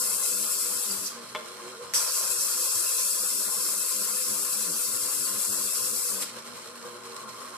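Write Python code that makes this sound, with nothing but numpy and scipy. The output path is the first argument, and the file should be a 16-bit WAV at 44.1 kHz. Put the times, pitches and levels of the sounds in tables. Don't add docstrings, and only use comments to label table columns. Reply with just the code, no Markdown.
import sys
import numpy as np
from scipy import signal
from scipy.fft import rfft, irfft, next_fast_len
from scipy.io import wavfile
from scipy.ndimage import uniform_filter1d, minimum_filter1d, map_coordinates

SR = 44100
rng = np.random.default_rng(int(sys.argv[2]) if len(sys.argv) > 2 else 0)


def put_to_file(sound):
    columns = np.atleast_2d(sound).T
    safe = np.clip(columns, -1, 1)
    whole_steps = np.round(safe * 32767)
    wavfile.write(sys.argv[1], SR, whole_steps.astype(np.int16))


def gain_from_db(level_db):
    decades = np.asarray(level_db, float) / 20
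    return 10 ** decades


N = 333832
T = np.arange(N) / SR

# (time [s], scratch level [dB])
PRESSURE = [
    [(0.0, -29), (0.22, -29.5), (0.6, -30.5), (0.89, -32), (0.96, -34), (1.04, -36), (1.07, -33.5),
     (1.16, -67)],
    [(1.9372, -29.5), (2.03, -30), (2.07, -32.5), (2.3, -29.5), (2.8, -29.5), (4.3, -31), (6.16, -31.5),
     (6.225, -36.5), (6.32, -68.5)],
]
# (frequency [Hz], density [dB per Hz])
GRIT_COLOUR = [(3530, -42), (6000, -17), (6710, -8.5), (7170, 0), (7840, 1), (8970, -2.5), (10600, 0),
               (11800, -2.5), (14000, -4), (14600, -7.5)]
# (frequency [Hz], density [dB per Hz])
RING_COLOUR = [(2470, -32), (4200, -8.5), (4560, -2.5), (4930, -4.5), (5260, 1), (6690, -3), (7000, -3.5),
               (9100, -15), (15400, -120)]
# (frequency [Hz], width [Hz], level [dB])
RASP_MODES = [(1736.6, 180, 0), (2076.9, 41, 2), (2377, 92, -0.5), (2599.5, 173.5, 3), (2779, 70, 1),
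              (3125, 160, -0.5), (3336, 62, 2), (3504, 63, 2.5), (3736, 140, 1), (4079, 96, 4),
              (4413, 200, -0.5)]
DISC_HZ = [4115, 4660, 5300, 6220, 7208, 7357, 7698, 7820, 8117, 8580, 8740, 8895, 9392, 9943, 10308, 10556,
           10980, 12118, 12330]
# (width [Hz], level over the hiss [dB])
DISC_SHAPES = [(42, 1.5), (120, 3), (200, -1.5), (160, 1.5), (50, -6), (70, -2), (30, -2.5), (60, 1),
               (28, 7), (50, -2.5), (50, 3.5), (24, 1.5), (90, 0.5), (90, 1), (70, -2.5), (50, -3),
               (100, 1.5), (50, 1.5), (90, -6)]
# (time [s], peak [dB], rise [s], time to fall 60 dB [s])
CATCHES = [
    (1.954, -23, 0.0042, 0.035),
    (2.1824, -31, 0.002, 0.017),
    (6.226, -25.5, 0.0055, 0.049),
    (6.233, -34, 0.002, 0.03),
]
# (time [s], dig level [dB], skip level [dB])
SKIPS = [
    (2.03, 0, -1.5),
    (2.18, 2, -1),
    (2.325, 1, -3),
    (6.162, -0.5, -4),
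    (6.222, 7.5, -1),
]
# (frequency [Hz], width [Hz], level [dB])
SQUEAL_MODES = [(5887, 270, -1.5), (5204, 180, -3), (7800, 340, -2.5)]
# (valid from [s], time of one passage [s])
LOW_SPOTS = [
    (0.0, 0.5166),
    (1.5, 4.2),
]
# (time [s], peak [dB], brightest frequency [Hz], crack level [dB])
TAPS = [
    (1.3497, -23, 1900, 0),
    (1.3507, -27, 2000, -6),
    (1.3545, -26, 950, -30),
    (1.3589, -27, 3000, -14),
    (1.3612, -24, 800, -30),
]
# (frequency [Hz], level [dB], time to fall 60 dB [s])
HOLDER_MODES = [(420, -21, 0.044), (503, -8, 0.062), (615.6, -1, 0.08), (882, -9.5, 0.045),
                (1055.6, -3, 0.056), (1237, -5.5, 0.028), (1383, -3, 0.024), (1765, -6, 0.03238),
                (2186, 2, 0.0175), (2683, -8.5, 0.027), (3004, -10.5, 0.065), (3220, -7.5, 0.057),
                (3430, -4.5, 0.052), (4790, -14, 0.0155)]
# (frequency [Hz], width [Hz], level [dB])
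HOUSING_MODES = [(217.4, 14, -1), (372, 43, 1), (519, 26, -3.5), (649.4, 95.7, 6), (834.3, 24, 6),
                 (910, 24, -0.5), (1050.2, 25.2, 5.5), (1135.2, 29, 1), (1232.8, 33, 2.5), (1402.2, 58, 7),
                 (1408, 34, -2), (1557, 98, 3)]
# (frequency [Hz], density [dB per Hz])
RUMBLE_COLOUR = [(24, -55), (40, -36), (54, -40), (157, -2), (226, -2), (346, -8), (488, 2.5), (736, -14.5),
                 (1040, 2), (1300, -1), (2400, -19.5), (3120, -48.5), (5280, -120)]
# (frequency [Hz], width [Hz], level [dB])
LOADED_PANEL = [(1437, 130, -12.5)]
# (frequency [Hz], density [dB per Hz])
BRUSH_COLOUR = [(1060, -11), (1800, -3.5), (2280, -2.5), (2590, -5), (2810, -4.5), (3200, -3), (3460, -7.5),
                (4260, 0), (4850, -10), (5250, -5), (6810, -5), (8400, -1), (14400, -17)]
# (frequency [Hz], width [Hz], level [dB])
BRUSH_MODES = [(4131, 56, 4.5), (4270, 60, -4), (5152, 130, 8.5), (3210, 83, -5)]
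# (time [s], width [s], level change [dB])
BRUSH_DIPS = [(1.225, 0.0155, -2.5), (1.53, .02, -0.5), (1.745, .02, -3), (1.87, 0.019, -1.5),
              (6.43, 0.0156, -4), (6.735, 0.021, -3), (6.83, 0.0106, -1), (6.99, 0.031, -5),
              (7.265, 0.0152, -5), (7.545, 0.0205, -2)]
# (time [s], peak [dB])
BEARING_TICKS = [(1.2346, -41.5), (1.2984, -41), (1.484, -39.5), (1.6486, -47), (1.6741, -43),
                 (1.7743, -44.5), (6.3612, -46.5), (6.3861, -43.5), (6.4233, -36), (6.4615, -40),
                 (6.5718, -44.5), (6.6146, -46.5), (6.6356, -50), (6.673, -37.5), (6.7548, -41),
                 (6.7757, -39.5), (7.0556, -43.5), (7.1644, -29.5), (7.2911, -38.5)]
# (time [s], unloaded level [dB])
FREEDOM = [(0, -19.5), (1.05, -21.5), (1.15, 0.5), (1.95, -1), (2.1, -20.5), (6.2, -20.5), (6.3, 1),
           (7.57, 0)]
# (frequency [Hz], level [dB])
ROTOR_TONES = [(121, -66), (237, -60.5), (362, -65)]
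# (time [s], width [s], level change [dB])
HUM_CHANGES = [(1.04, 0.057, -11.5), (1.176, 0.023, 4.5), (1.29, 0.042, -15.5), (1.7, 0.05, -1.5),
               (1.824, 0.019, 9.5), (1.95, 0.073, 0), (6.3, 0.026, -34.5), (6.436, 0.018, -15),
               (6.638, 0.0107, -13.5), (6.68, 0.0146, 9.5), (6.77, 0.057, -12.5), (6.86, 0.0182, 12),
               (7.45, 0.173, -6.5)]
# (time [s], frequency [Hz], level [dB])
BELT_TONE = [(0, 350, -73), (1.4, 350, -65), (1.7, 372, -50.5), (2.05, 415, -73), (2.3, 380, -57.5),
             (2.6, 345, -57), (3, 345, -63.5), (6.6, 345, -84.5), (6.95, 362, -50.5), (7.2, 395, -59.5),
             (7.57, 420, -65.5)]
# (time [s], level of the second multiple [dB])
BUZZ_LEVEL = [(0.0, -56.5), (0.45, -54.5), (0.95, -54), (1.15, -64), (1.95, -69.5), (2.05, -74.5),
              (2.3, -60.5), (2.75, -75.5), (3.2, -58.5), (3.8, -56.5), (5.5, -52.5), (6.22, -54.5),
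              (6.37, -76.5), (7.57, -69)]
# (multiple of its base pitch [-], level [dB])
HIGH_BUZZ = [(4, -3.5), (5, -11), (6, -9)]
# (time [s], level [dB])
LOW_THROBS = [(0.74, -59), (0.89, -55), (0.97, -56), (2.092, -62), (2.368, -55.5), (2.746, -50.5),
              (3.179, -62), (3.478, -58.5), (3.563, -59.5), (3.819, -60.5), (4.286, -53), (4.354, -58),
              (4.697, -55), (4.866, -55.5), (4.929, -55), (5.015, -55), (5.186, -53), (5.333, -53),
              (5.485, -52.5), (5.568, -58.5), (5.633, -56.5), (5.801, -53.5), (5.889, -56), (5.955, -59),
              (6.126, -56)]
# (frequency [Hz], left minus right [dB])
PORTS = [(100, -1), (500, -2.5), (1200, 1), (2000, -4), (3000, -3.5), (4200, -6.5), (5300, -9),
         (6200, -3.5), (7000, 7), (8000, 13.5), (9300, 7.5), (10000, 8.5), (11000, 3), (14000, 3.5)]
# (frequency [Hz], likeness [0 to 1])
ALIKE = [(60, .3), (130, .8), (200, .65), (700, .62), (1400, .52), (3000, .25), (7000, .45), (11000, .42),
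         (14000, .35)]
# (frequency [Hz], time to fall 60 dB [s])
ROOM_FADE = [(300, 0.31), (3000, 0.72), (12000, 0.25)]
# (frequency [Hz], threshold relative to the treble [dB])
PATCH_THRESHOLD = [(60, -17), (130, -15.5), (250, -12), (320, -14.5), (380, -16), (500, -34.5), (660, -13.5),
                   (800, -13.5), (960, -9.5), (1010, -23), (1150, -28), (1600, -17.5), (1900, -15), (3600, -16),
                   (5000, -17), (6200, -19), (7000, -35)]
# (frequency [Hz], threshold [dB])
TREBLE_FLOOR = [(11500, -95), (12300, -90), (12900, -85), (13400, -89), (13900, -88), (14300, -86),
                (14500, -82)]

BUZZ_HZ = 100.05
TURN_S = 0.307
LANDING_S = 1.94


def unit(x):
    return x / np.sqrt(np.mean(x ** 2) + 1e-20)


def along(points, hz):
    f, v = np.transpose(points)
    return np.interp(np.log(hz + 1), np.log(f + 1), v)


def curves(rows, outside=None):
    s, *columns = np.transpose(rows)
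    return [np.interp(T, s, column, outside, outside) for column in columns]


def wobble(rate):
    return map_coordinates(rng.standard_normal(int(N * rate / SR) + 4), [T * rate])


def bump(s, width_s):
    return np.exp(-0.5 * ((T - s) / width_s) ** 2)


def fading(s, decay_s):
    return (T >= s) * np.exp(-np.maximum(T - s, 0) / decay_s)


def each_turn(late_s, width_s):
    (_, first), (change, second) = LOW_SPOTS
    passage = np.where(T < change, first, second)
    since = (T - passage - late_s + TURN_S / 2) % TURN_S - TURN_S / 2
    return np.exp(-0.5 * (since / width_s) ** 2)


def filtered(x, response):
    m = next_fast_len(N + SR // 2)
    return irfft(rfft(x, m) * response(np.fft.rfftfreq(m, 1 / SR)), m)[..., :N]


def peaks(modes, hz):
    return np.sqrt(sum(gain_from_db(2 * db) / (1 + (2 * (hz - c) / w) ** 2) for c, w, db in modes))


def rush(gain, grain_db=0.0, lag=0.0, patchy_db=0.0):
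    z = signal.stft(rng.standard_normal((2, N)) * gain_from_db(grain_db * wobble(900)), nperseg=1024)[2]
    patches = uniform_filter1d(rng.standard_normal(z.shape[1:]), size=3, axis=0)
    patches = uniform_filter1d(patches, size=4, axis=1)
    pair = signal.istft(z * gain_from_db(patchy_db * unit(patches)), nperseg=1024)[1][:, :N]

    def spread(hz):
        angle = np.arccos(np.clip(along(ALIKE, hz), 0, 1)) / 2
        return gain(hz) * np.array([np.cos(angle), np.sin(angle)])

    def share(hz):
        lean = gain_from_db(along(PORTS, hz))
        left = lean * np.exp(-2j * np.pi * hz * lag / SR)
        return np.sqrt(2 / (1 + lean ** 2)) * np.array([left, np.ones_like(hz)])

    mid, side = filtered(pair, spread)
    return unit(filtered(np.array([mid + side, mid - side]), share))


def tone(hz, blur):
    phase = 2 * np.pi * np.cumsum(hz + 0 * T) / SR + blur * wobble(12)
    port_drift = 0.662 * np.array([wobble(5.2), wobble(4.8)])
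    return np.sqrt(2) * np.sin(phase + port_drift) * gain_from_db(2.116 * blur * wobble(14))


def shop(x):
    hz, t, z = signal.stft(rng.standard_normal((2, SR // 2)), SR, nperseg=256)
    tail = signal.istft(z * gain_from_db(-60 * t / along(ROOM_FADE, hz)[:, None]), SR, nperseg=256)[1]
    late = np.pad(x, ((0, 0), (300, 0)))
    return signal.fftconvolve(late, tail / np.linalg.norm(tail[0]), axes=1)[:, :N]


def load_buzz():
    unsteady_hz = 9
    pull_db = curves(BUZZ_LEVEL)[0] + 2.5 * wobble(26)
    pull_db += -13.5 * each_turn(0.0, 0.0252) + 0.76 * each_turn(0.067, 0.03)
    pull_db += -2.66 * each_turn(0.16, 0.019) + 1.0 * each_turn(0.16, 0.026)
    second_hz = 2 * BUZZ_HZ + 2 + unsteady_hz * wobble(28)
    third_hz = 3 * BUZZ_HZ + 0.4536 * unsteady_hz * wobble(28)
    third_db = -4.5 + 0.62 * T + 1.48 * wobble(7.6)
    buzz = gain_from_db(1.8 * wobble(30) - 1.0) * tone(second_hz, blur=0.55)
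    buzz = buzz + gain_from_db(third_db) * tone(third_hz, blur=0.73)
    buzz += sum(gain_from_db(db) * tone(k * BUZZ_HZ, blur=0.967) for k, db in HIGH_BUZZ)
    return gain_from_db(pull_db + 0.5) * buzz


def low_throbs():
    late_s, width_s = 0.02, 0.0141
    strength = sum(gain_from_db(db) * bump(s + late_s, width_s) for s, db in LOW_THROBS)
    return strength * tone(104.85, blur=0.43)


def unloaded():
    return gain_from_db(curves(FREEDOM)[0])


def hum_change():
    return sum(db * bump(s, width_s) for s, width_s, db in HUM_CHANGES)


def housing(rattle):
    jolt_db, jolt_s = 6, 0.38
    level_db = -48 - 1.2 * each_turn(0.07, 0.04) + 0.15 * hum_change() + 0.6 * wobble(11)
    rumble = rush(lambda hz: gain_from_db(along(RUMBLE_COLOUR, hz)) * (0.23 + peaks(HOUSING_MODES, hz)),
                  grain_db=1.0, patchy_db=1.5)
    jolt = (gain_from_db(jolt_db * fading(LANDING_S, jolt_s)) - 1) * filtered(rumble, lambda hz: hz > 450)
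    run_up = gain_from_db(2.5) / (1 + np.exp((7.205 - T) / 0.176))
    singing = run_up * filtered(rumble, lambda hz: peaks([(1097, 146, 0)], hz) ** 2)
    quieter = unloaded() * filtered(rumble, lambda hz: peaks(LOADED_PANEL, hz))
    return gain_from_db(level_db + 3.5) * rattle * (rumble + jolt + singing - quieter)


def brushes(rattle):
    level_db = -50.5 + 6 * fading(LANDING_S, 0.19) + 0.6 * wobble(40)
    level_db += sum(db * bump(s, width_s) for s, width_s, db in BRUSH_DIPS)
    ticks = sum(gain_from_db(db - 9.0) * fading(s, 0.0304 / np.log(1000)) for s, db in BEARING_TICKS)
    sparks = 1 + 0.28 * (0.5 + 0.5 * np.cos(2 * np.pi * BUZZ_HZ * T)) ** 8
    hiss = rush(lambda hz: gain_from_db(along(BRUSH_COLOUR, hz)) * (1 + 0.62 * peaks(BRUSH_MODES, hz)),
                grain_db=1.5, lag=3.145, patchy_db=1.32)
    return (gain_from_db(level_db + 6.5) + ticks) * unit(sparks * rattle * hiss)


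def rotor_and_belt():
    free = unloaded()
    rotor = free * sum(gain_from_db(db) * tone(hz, blur=2.1) for hz, db in ROTOR_TONES)
    hum_db = -56.5 + 3.5 * free + hum_change() + 2.0 * wobble(20)
    hum_hz = 483 - 0.5 * curves(FREEDOM)[0] + 12 * wobble(22)
    hum = gain_from_db(hum_db + 0.5) * tone(hum_hz, blur=1.207)
    belt_hz, belt_db = curves(BELT_TONE)
    belt = gain_from_db(belt_db - 1.5 + 2.02 * wobble(15)) * tone(belt_hz, blur=1.36)
    return rotor + hum + belt


def motor():
    rattle = gain_from_db(0.94 * wobble(35))
    return housing(rattle) + brushes(rattle) + rotor_and_belt()


def knock():
    spread_db = -2.5
    out, t = np.zeros(N), np.arange(SR // 5) / SR
    for s, db, bright_hz, crack_db in TAPS:
        ring = np.zeros(len(t))
        for hz, level, t60 in HOLDER_MODES:
            mode_db = level + spread_db * np.log2(hz / bright_hz) ** 2 + rng.normal(0, 2.58)
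            ring -= gain_from_db(mode_db - 60 * t / t60) * np.sin(2 * np.pi * hz * t)
        grains = np.diff(rng.standard_normal(len(t) + 1))
        crack = gain_from_db(crack_db - 60 * t / 0.0103) * np.convolve(grains, np.hanning(10) / 2, "same")
        out[round(s * SR):][:len(t)] += gain_from_db(db - 3.5) * (ring + crack)
    small = lambda hz: (1j * hz / (530 + 1j * hz)) ** 2
    return filtered(out, small) * gain_from_db([[0.8], [-0.8]])


def disc_gain(hz):
    return 1 + 1.02 * peaks([(c, *shape) for c, shape in zip(DISC_HZ, DISC_SHAPES)], hz)


def scratch():
    return rush(lambda hz: gain_from_db(along(GRIT_COLOUR, hz)) * disc_gain(hz),
                grain_db=1.0544, lag=-0.965, patchy_db=1.5)


def disc_ring(light_db):
    level_db = -10 + np.minimum(0.4 * light_db, 8.9)
    level_db += 4 * fading(LANDING_S, 1) + 4.5 * bump(LANDING_S + 0.029, 0.013)
    level_db += 6.5 * bump(1.07, 0.0143)
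    level_db += -1.74 * each_turn(0.0, 0.0185) + 2.38 * each_turn(0.0378, 0.0191)
    ring = rush(lambda hz: gain_from_db(along(RING_COLOUR, hz)) * disc_gain(hz),
                grain_db=0.5, lag=-1.87, patchy_db=3.0)
    return gain_from_db(level_db) * ring


def rasp(light_db):
    level_db = -18.5 + np.minimum(0.61 * light_db, 8.9)
    level_db += 9.5 * fading(LANDING_S, 0.102) + 1.3 * wobble(16)
    chatter = rush(lambda hz: peaks(RASP_MODES, hz) ** 2, grain_db=1.5, patchy_db=3.5)
    return gain_from_db(level_db - 2.5) * chatter


def catches():
    strength = gain_from_db(-17) * fading(1.9369, 0.006 / np.log(1000))
    for s, db, rise_s, t60 in CATCHES:
        fall = gain_from_db(db - 5.5 - 60 * np.maximum(T - s, 0) / t60)
        strength += fall * np.where(T < s, bump(s, rise_s), 1)
    colour = [(900, -39), (1800, 6.0), (6000, 5), (14000, 0)]  # (frequency [Hz], density [dB per Hz])
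    return strength * rush(lambda hz: gain_from_db(along(colour, hz)))


def squeal():
    start_s = 1.951
    strength = fading(start_s, 0.038) + 0.45 * (T > 1.942) * (T < start_s)
    first = gain_from_db(-22) * strength * rush(lambda hz: peaks(SQUEAL_MODES, hz) ** 2, lag=-1.67)
    again = rush(lambda hz: peaks([(8000, 350, 0)], hz) ** 2, lag=-1.54)
    return first + gain_from_db(-25) * bump(2, 0.0019) * again


def grind():
    firm_db = -30
    dig_s, skip_after_s = 0.0195, 0.0374
    press_db = np.max([curves(rows, outside=-120)[0] for rows in PRESSURE], axis=0)
    light_db = firm_db - np.minimum(press_db, firm_db)
    flutter_db = 0.62 * wobble(25)
    bite_db = 0.9 * each_turn(0.0069, 0.023) + 0.68 * each_turn(0.1, 0.028)
    for s, dig_db, skip_db in SKIPS:
        bite_db += dig_db * bump(s, dig_s) + skip_db * bump(s + skip_after_s, dig_s)
    rubbing = scratch() + disc_ring(light_db) + rasp(light_db)
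    return gain_from_db(press_db + 2.5 + flutter_db + bite_db) * rubbing + squeal() + catches()


def scene():
    tap, stone = knock(), grind()
    background = load_buzz() + low_throbs() + motor()
    return background + tap + gain_from_db(-7.5) * shop(tap) + stone + gain_from_db(-8.5) * shop(stone)


def drop_faint_patches(x):
    hz, t, z = signal.stft(x, SR, nperseg=2048)
    power = np.abs(z) ** 2
    treble = power[:, (hz > 6500) & (hz < 14500)].mean(axis=(0, 1))
    treble = minimum_filter1d(treble, size=5)
    patch = uniform_filter1d(power.mean(axis=0), size=3, axis=0)
    doubt = uniform_filter1d(rng.standard_normal(patch.shape), size=6, axis=0)
    doubt_db = 2.5 * unit(uniform_filter1d(doubt, size=2, axis=1))
    heard = patch > gain_from_db(2 * (along(PATCH_THRESHOLD, hz)[:, None] + doubt_db)) * treble
    wide_patch = uniform_filter1d(patch, size=9, axis=0)
    heard &= wide_patch > gain_from_db(2 * (along(TREBLE_FLOOR, hz)[:, None] + doubt_db))
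    return signal.istft(z * heard, SR, nperseg=2048)[1][:, :N]


def top_cut(x):
    return signal.sosfilt(signal.butter(12, 15850, fs=SR, output="sos"), x)


def record(dry):
    heard = filtered(dry, lambda hz: (hz < 14620) * hz ** 2 / (hz ** 2 + 55 ** 2))
    return top_cut(drop_faint_patches(heard))


dry = scene()
out = record(dry)
put_to_file(out)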